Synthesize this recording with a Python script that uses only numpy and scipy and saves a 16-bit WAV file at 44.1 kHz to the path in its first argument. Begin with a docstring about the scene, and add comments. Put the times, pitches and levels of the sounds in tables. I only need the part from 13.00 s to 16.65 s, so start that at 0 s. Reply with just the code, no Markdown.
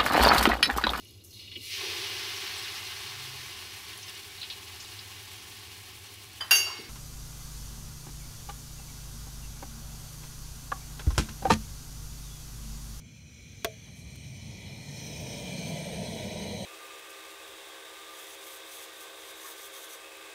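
"""Outdoors, a gas camp burner under a pot of water is turned up from a low flame to a full roar.
The jet hiss is noise shaped by resonances and gaps of burner and pot; the flame is low noise with a climbing throb.
One sharp knock, with a fast rebound, adds a noise crack and rings the pot as decaying sines.
Faint rustles and spits are short puffs of band-passed noise."""
import sys
import numpy as np
from scipy import signal
from scipy.io import wavfile
from scipy.ndimage import uniform_filter1d

SR = 44100
rng = np.random.default_rng(int(sys.argv[2]) if len(sys.argv) > 2 else 0)


def decibels_to_gain(level_db):
    """Convert a level in decibels to a linear amplitude gain (20 dB per decade)."""
    exponent = np.asarray(level_db, float) / 20
    return 10 ** exponent


def materialize(psi):
    """Save the field psi as 16-bit PCM at rate SR to the path in sys.argv[1].

    A 1-D psi becomes a single channel; in a 2-D psi each row is a channel.
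    """
    bounded = np.clip(np.atleast_2d(psi).T, -1, 1)
    quanta = np.round(bounded * 32767).astype(np.int16)
    wavfile.write(sys.argv[1], SR, quanta)


N = 160965


def evened(x):
    """Scales to unit rms."""
    return x / np.sqrt(np.mean(x ** 2) + 1e-20)


def unit(spectrum_db):
    """Shifts a spectrum so that its mean power over the bins is one."""
    return spectrum_db - 10 * np.log10(np.mean(decibels_to_gain(spectrum_db) ** 2, axis=0))


def read(points, hz):
    """Interpolates (hz, value) points over log frequency."""
    point_hz, value = np.transpose(points)
    return np.interp(np.log(hz + 1), np.log(point_hz + 1), value)


def add(mix, start_s, sound):
    """Adds a sound in place, cut at the end of the mix."""
    part = mix[round(start_s * SR):][:len(sound)]
    part += sound[:len(part)]


def filtered_noise(count, edge_hz, kind):
    """White noise through a Butterworth filter."""
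    sos = signal.butter(2, edge_hz, kind, fs=SR, output="sos")
    return signal.sosfilt(sos, rng.standard_normal(count))


def wander(t):
    """Slow random sway: sines of 0.4-4 Hz with random phases, at unit rms."""
    sway_hz = [.4, .7, 1.1, 1.7, 2.6, 4.]
    return evened(sum(np.sin(2 * np.pi * (f * t + rng.random())) / np.sqrt(f) for f in sway_hz))


def noise(colour_db, size, patchy_db, flicker_db, fine_db):
    """Random short-time spectra shaped by colour_db(hz, t), with drifting patches, narrow streaks, shared flicker."""
    hop = size // 4
    frames = N // hop + 5
    hz = np.fft.rfftfreq(size, 1 / SR)[:, None]
    t = np.arange(frames) * hop / SR
    real, imag, patches, streaks = rng.standard_normal((frames, size // 2 + 1, 4)).T
    # axis 0: frequency bins, axis 1: frames
    patches = evened(uniform_filter1d(uniform_filter1d(patches, size=16, axis=0), size=10, axis=1))
    streaks = evened(uniform_filter1d(uniform_filter1d(streaks, size=3, axis=0), size=30, axis=1))
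    flicker = evened(uniform_filter1d(rng.standard_normal(frames), size=4))
    level_db = colour_db(hz, t) + patchy_db * patches + fine_db * streaks + flicker_db * flicker
    spectra = (real + 1j * imag) * decibels_to_gain(level_db)
    return signal.istft(spectra, nperseg=size, noverlap=size - hop)[1][:N] / np.sqrt(size) * 2


# gas valve: start_s, hiss_level_db, flame_size (0-1), jet_sharpness_db
VALVE = [(0, -61.5, 0.15, 1), (.25, -60.5, 0.14, 2.5), (.6, -55.5, 0.23, -1), (.95, -55, 0.37, -2),
         (1.3, -54, 0.39, 1), (1.6, -50, 0.55, -6), (1.85, -51.5, 0.6, 2), (2.0, -50.5, 0.69, 11),
         (2.15, -49.5, 0.81, 9), (2.35, -47, 0.9, 8), (2.55, -46.5, 0.89, 3), (2.75, -45.5, 0.95, 0.5),
         (3.1, -45.5, 0.97, -0.5), (3.64, -43.5, 0.97, -6.5)]


def control(t, axis):
    """One column of the valve table, interpolated over time."""
    table = np.array(VALVE)
    return np.interp(t, table[:, 0], table[:, axis])


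# faint rustles and spits: start_s, length_s, level_db, lowest_hz, highest_hz
RUSTLES = [(0.87, 0.035, -65, 500, 1500), (0.945, 0.07, -60.5, 5000, 12500), (0.99, 0.07, -65, 5000, 11000),
           (1.151, 0.015, -54, 700, 14000), (2.2, .022, -55.5, 12000, 15000),
           (2.65, 0.09, -62, 7000, 15000)]


def rustle(length_s, level_db, low_hz, high_hz):
    """A short puff of band-passed noise that swells and fades."""
    u = np.arange(round(length_s * SR)) / (length_s * SR)
    puff = filtered_noise(len(u), [low_hz, high_hz], "band")
    return decibels_to_gain(level_db) * evened(puff) * np.sin(np.pi * u ** 1.1) ** 0.57


# knock and rebound: start_s, level_db, brightness (0-1)
KNOCKS = [(.6461, -15, 0.93), (0.6506, -25, 0.17)]
# pot modes: pitch_hz, level_db, t60_s
POT = [(330, -29, 0.047), (410, -2, 0.057), (438.4, -14, 0.2), (494, -15, 0.094), (565, -16, 0.21),
       (638, -15, 0.23), (671, -4, 0.1), (810, -15, 0.011), (1127, -4, .032), (1245, -6, .032),
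       (1390, -6, .032), (1500, -10, .03), (1590, -7, .04), (2020, -13, 0.036), (2450, 2.5, 0.0055),
       (3370, -3, 0.019), (5900, -1.5, 0.0056), (11100, -8, 0.0047)]


def pot_ring(t, bright):
    """Decaying pot modes, each swelling in over its first cycle; duller blows tilt towards the high modes."""
    tilt_db_per_octave, swell_cycles = 2.5, 0.84
    ring = 0
    for hz, level_db, t60_s in POT:
        tilt_db = tilt_db_per_octave * (1.02 - bright) * np.log2(hz / 1000)
        envelope = decibels_to_gain(level_db - 60 * t / t60_s + tilt_db) * np.minimum(t * hz / swell_cycles, 1)
        ring = ring + envelope * np.sin(2 * np.pi * hz * t)
    return ring


def knock(level_db, bright):
    """A blow on the pot: decaying noise crack and shorter treble snap over the ringing modes."""
    crack_db, crack_t60_s, crack_top_hz = -5, 0.056, 4300
    snap_db, snap_t60_s, ring_db = -8, 0.02, -7
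    t = np.arange(SR // 4) / SR
    burst = filtered_noise(len(t), [500, crack_top_hz], "band")
    snap = filtered_noise(len(t), crack_top_hz, "high")
    crack = burst * decibels_to_gain(crack_db - 60 * t / crack_t60_s) + snap * decibels_to_gain(snap_db - 60 * t / snap_t60_s)
    return decibels_to_gain(level_db) * (-decibels_to_gain(ring_db) * pot_ring(t, bright) + bright * crack)


# low flame spectrum: pitch_hz, relative_level_db
FLAME_LOW = [(15, -69), (25, -59), (54, 4), (128, 3.5), (161, -3), (189, -11), (226, -6), (345, -24.5),
             (1040, -38), (1200, -36.5), (1560, -21), (2640, -120)]
# full flame spectrum: pitch_hz, relative_level_db
FLAME_FULL = [(15, -60), (25, -58), (40, -49), (55, -7), (144, -2.5), (199, 0), (230, -4.5), (262, -11),
              (330, -12), (430, -10), (540, -8.5), (670, -7), (813, -20.5), (957, -15.5), (1200, -44.5),
              (1560, -77), (2640, -120)]
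# throb, rising in pitch as the flame lengthens: start_s, pitch_hz, boost_db
THROB = [(0, 110, 0), (1.6, 120, 3), (2.3, 153, 3.5), (2.9, 168, 6), (3.3, 205, 5.5), (3.65, 190, 5.5)]


def flame():
    """Rumble and roar: the low-flame spectrum turns into the full one with flame size, plus a climbing throb."""
    low_db, full_db, throb_width_hz = -51.5, -39.5, 26

    def colour_db(hz, t):
        low = unit(read(FLAME_LOW, hz)) + low_db
        full = unit(read(FLAME_FULL, hz)) + full_db
        start_s, pitch_hz, boost_db = np.transpose(THROB)
        throb_hz = np.interp(t, start_s, pitch_hz)
        throb = np.interp(t, start_s, boost_db) * np.exp(-((hz - throb_hz) / throb_width_hz) ** 2)
        return low + (full - low) * control(t, axis=2) + throb

    return noise(colour_db, size=4096, patchy_db=0.0, flicker_db=0.34, fine_db=2.1)


# broad jet noise between resonances: pitch_hz, relative_level_db
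JET = [(700, -70), (1200, -23.5), (2000, -15.5), (5000, -13), (8000, -22.5), (12000, -29.5), (14000, -24),
       (15700, -27)]
# burner and pot resonances: pitch_hz, width_hz, low_flame_db, full_flame_db
BURNER = [(2020, 280, -9.5, -9.5), (2297, 145, 1.5, -0.5), (2396, 96, 6, 0.5), (2920, 900, -11.5, -6),
          (3080, 190, -7.5, -3), (3314, 150, -6.5, -5), (3912, 135, -8.5, 1), (4145, 55, -1, 3),
          (4310, 290, -11.5, -9), (5306, 126, -8, -4.5), (5794, 230, -3, -6), (6150, 310, 1, -6.5),
          (6400, 145, -43, -1.5), (6720, 74, -10, -10), (7120, 550, -5.5, -24.5), (7970, 900, -34, -17),
          (8657, 460, -13, -7), (9670, 400, -53, -18.5), (10660, 750, -17, -13), (12400, 360, -21, -27),
          (13000, 360, -27, -19)]
# narrow gaps where paths cancel: pitch_hz, width_hz, low_flame_db, full_flame_db
GAPS = [(2750, 84, -6, -12.5), (3710, 80, -5, 1), (4780, 150, -10, 0.5), (7640, 200, -2, -5),
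        (9260, 145, -9, -6), (10480, 440, -10, -16.5), (12100, 180, -1, -10)]
# bands loudest at half flame: pitch_hz, width_hz, boost_db
HALF_FLAME = [(2346, 190, 1.5), (11060, 600, 5), (13300, 900, 1)]
# how far each band follows jet sharpness: pitch_hz, share
SHARP = [(2500, 0.24), (4600, 0.016), (5200, 0.82), (6000, 0.63), (6600, 0.36), (9000, 0.18), (11000, 0.18),
         (15000, 0.46)]


def hiss():
    """Jet noise through wavering resonances of burner and pot, whose balance shifts with flame size."""
    drift_share, drift_db = .004, 1.3  # rms drift of resonance pitch and level

    def colour_db(hz, t):
        size = control(t, axis=2)
        power = decibels_to_gain(read(JET, hz)) ** 2 * np.ones(len(t))
        for f, width_hz, low_db, full_db in BURNER:
            peak_db = low_db + (full_db - low_db) * size + drift_db * wander(t)
            peak_hz = f * (1 + drift_share * wander(t))
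            power = power + decibels_to_gain(peak_db) ** 2 / (1 + ((hz - peak_hz) / width_hz) ** 2 * 2) ** 2
        gaps = sum((low_db + (full_db - low_db) * size) * np.exp(-((hz - f) / width_hz) ** 2)
                   for f, width_hz, low_db, full_db in GAPS)
        half = 1 - (2 * size - 1) ** 2
        singing = sum(boost_db * half * np.exp(-((hz - f) / width_hz) ** 2)
                      for f, width_hz, boost_db in HALF_FLAME)
        balance = unit(10 * np.log10(power) + gaps + singing)
        return balance + control(t, axis=1) + read(SHARP, hz) * control(t, axis=3)

    return noise(colour_db, size=2048, patchy_db=1.03, flicker_db=0.58, fine_db=2.5)


def scene():
    """Hiss and flame throughout, with the knock and the rustles at their times."""
    mix = hiss() + flame()
    for start_s, *row in KNOCKS:
        add(mix, start_s, knock(*row))
    for start_s, *row in RUSTLES:
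        add(mix, start_s, rustle(*row))
    return mix[None]


def roll_off(x):
    """The treble ends steeply here."""
    return signal.sosfilt(signal.butter(12, 16790, fs=SR, output="sos"), x)


def record(dry):
    """Microphone low cut and treble band limit."""
    low_cut_hz, edge_hz = 49, 15740
    cut = signal.sosfilt(signal.butter(2, low_cut_hz, "high", fs=SR, output="sos"), dry)
    band_limit = signal.firwin(1023, edge_hz, window=("kaiser", 7), fs=SR)
    finished = signal.oaconvolve(cut, band_limit[None], "same")
    return roll_off(finished)


dry = scene()
out = record(dry)
materialize(out)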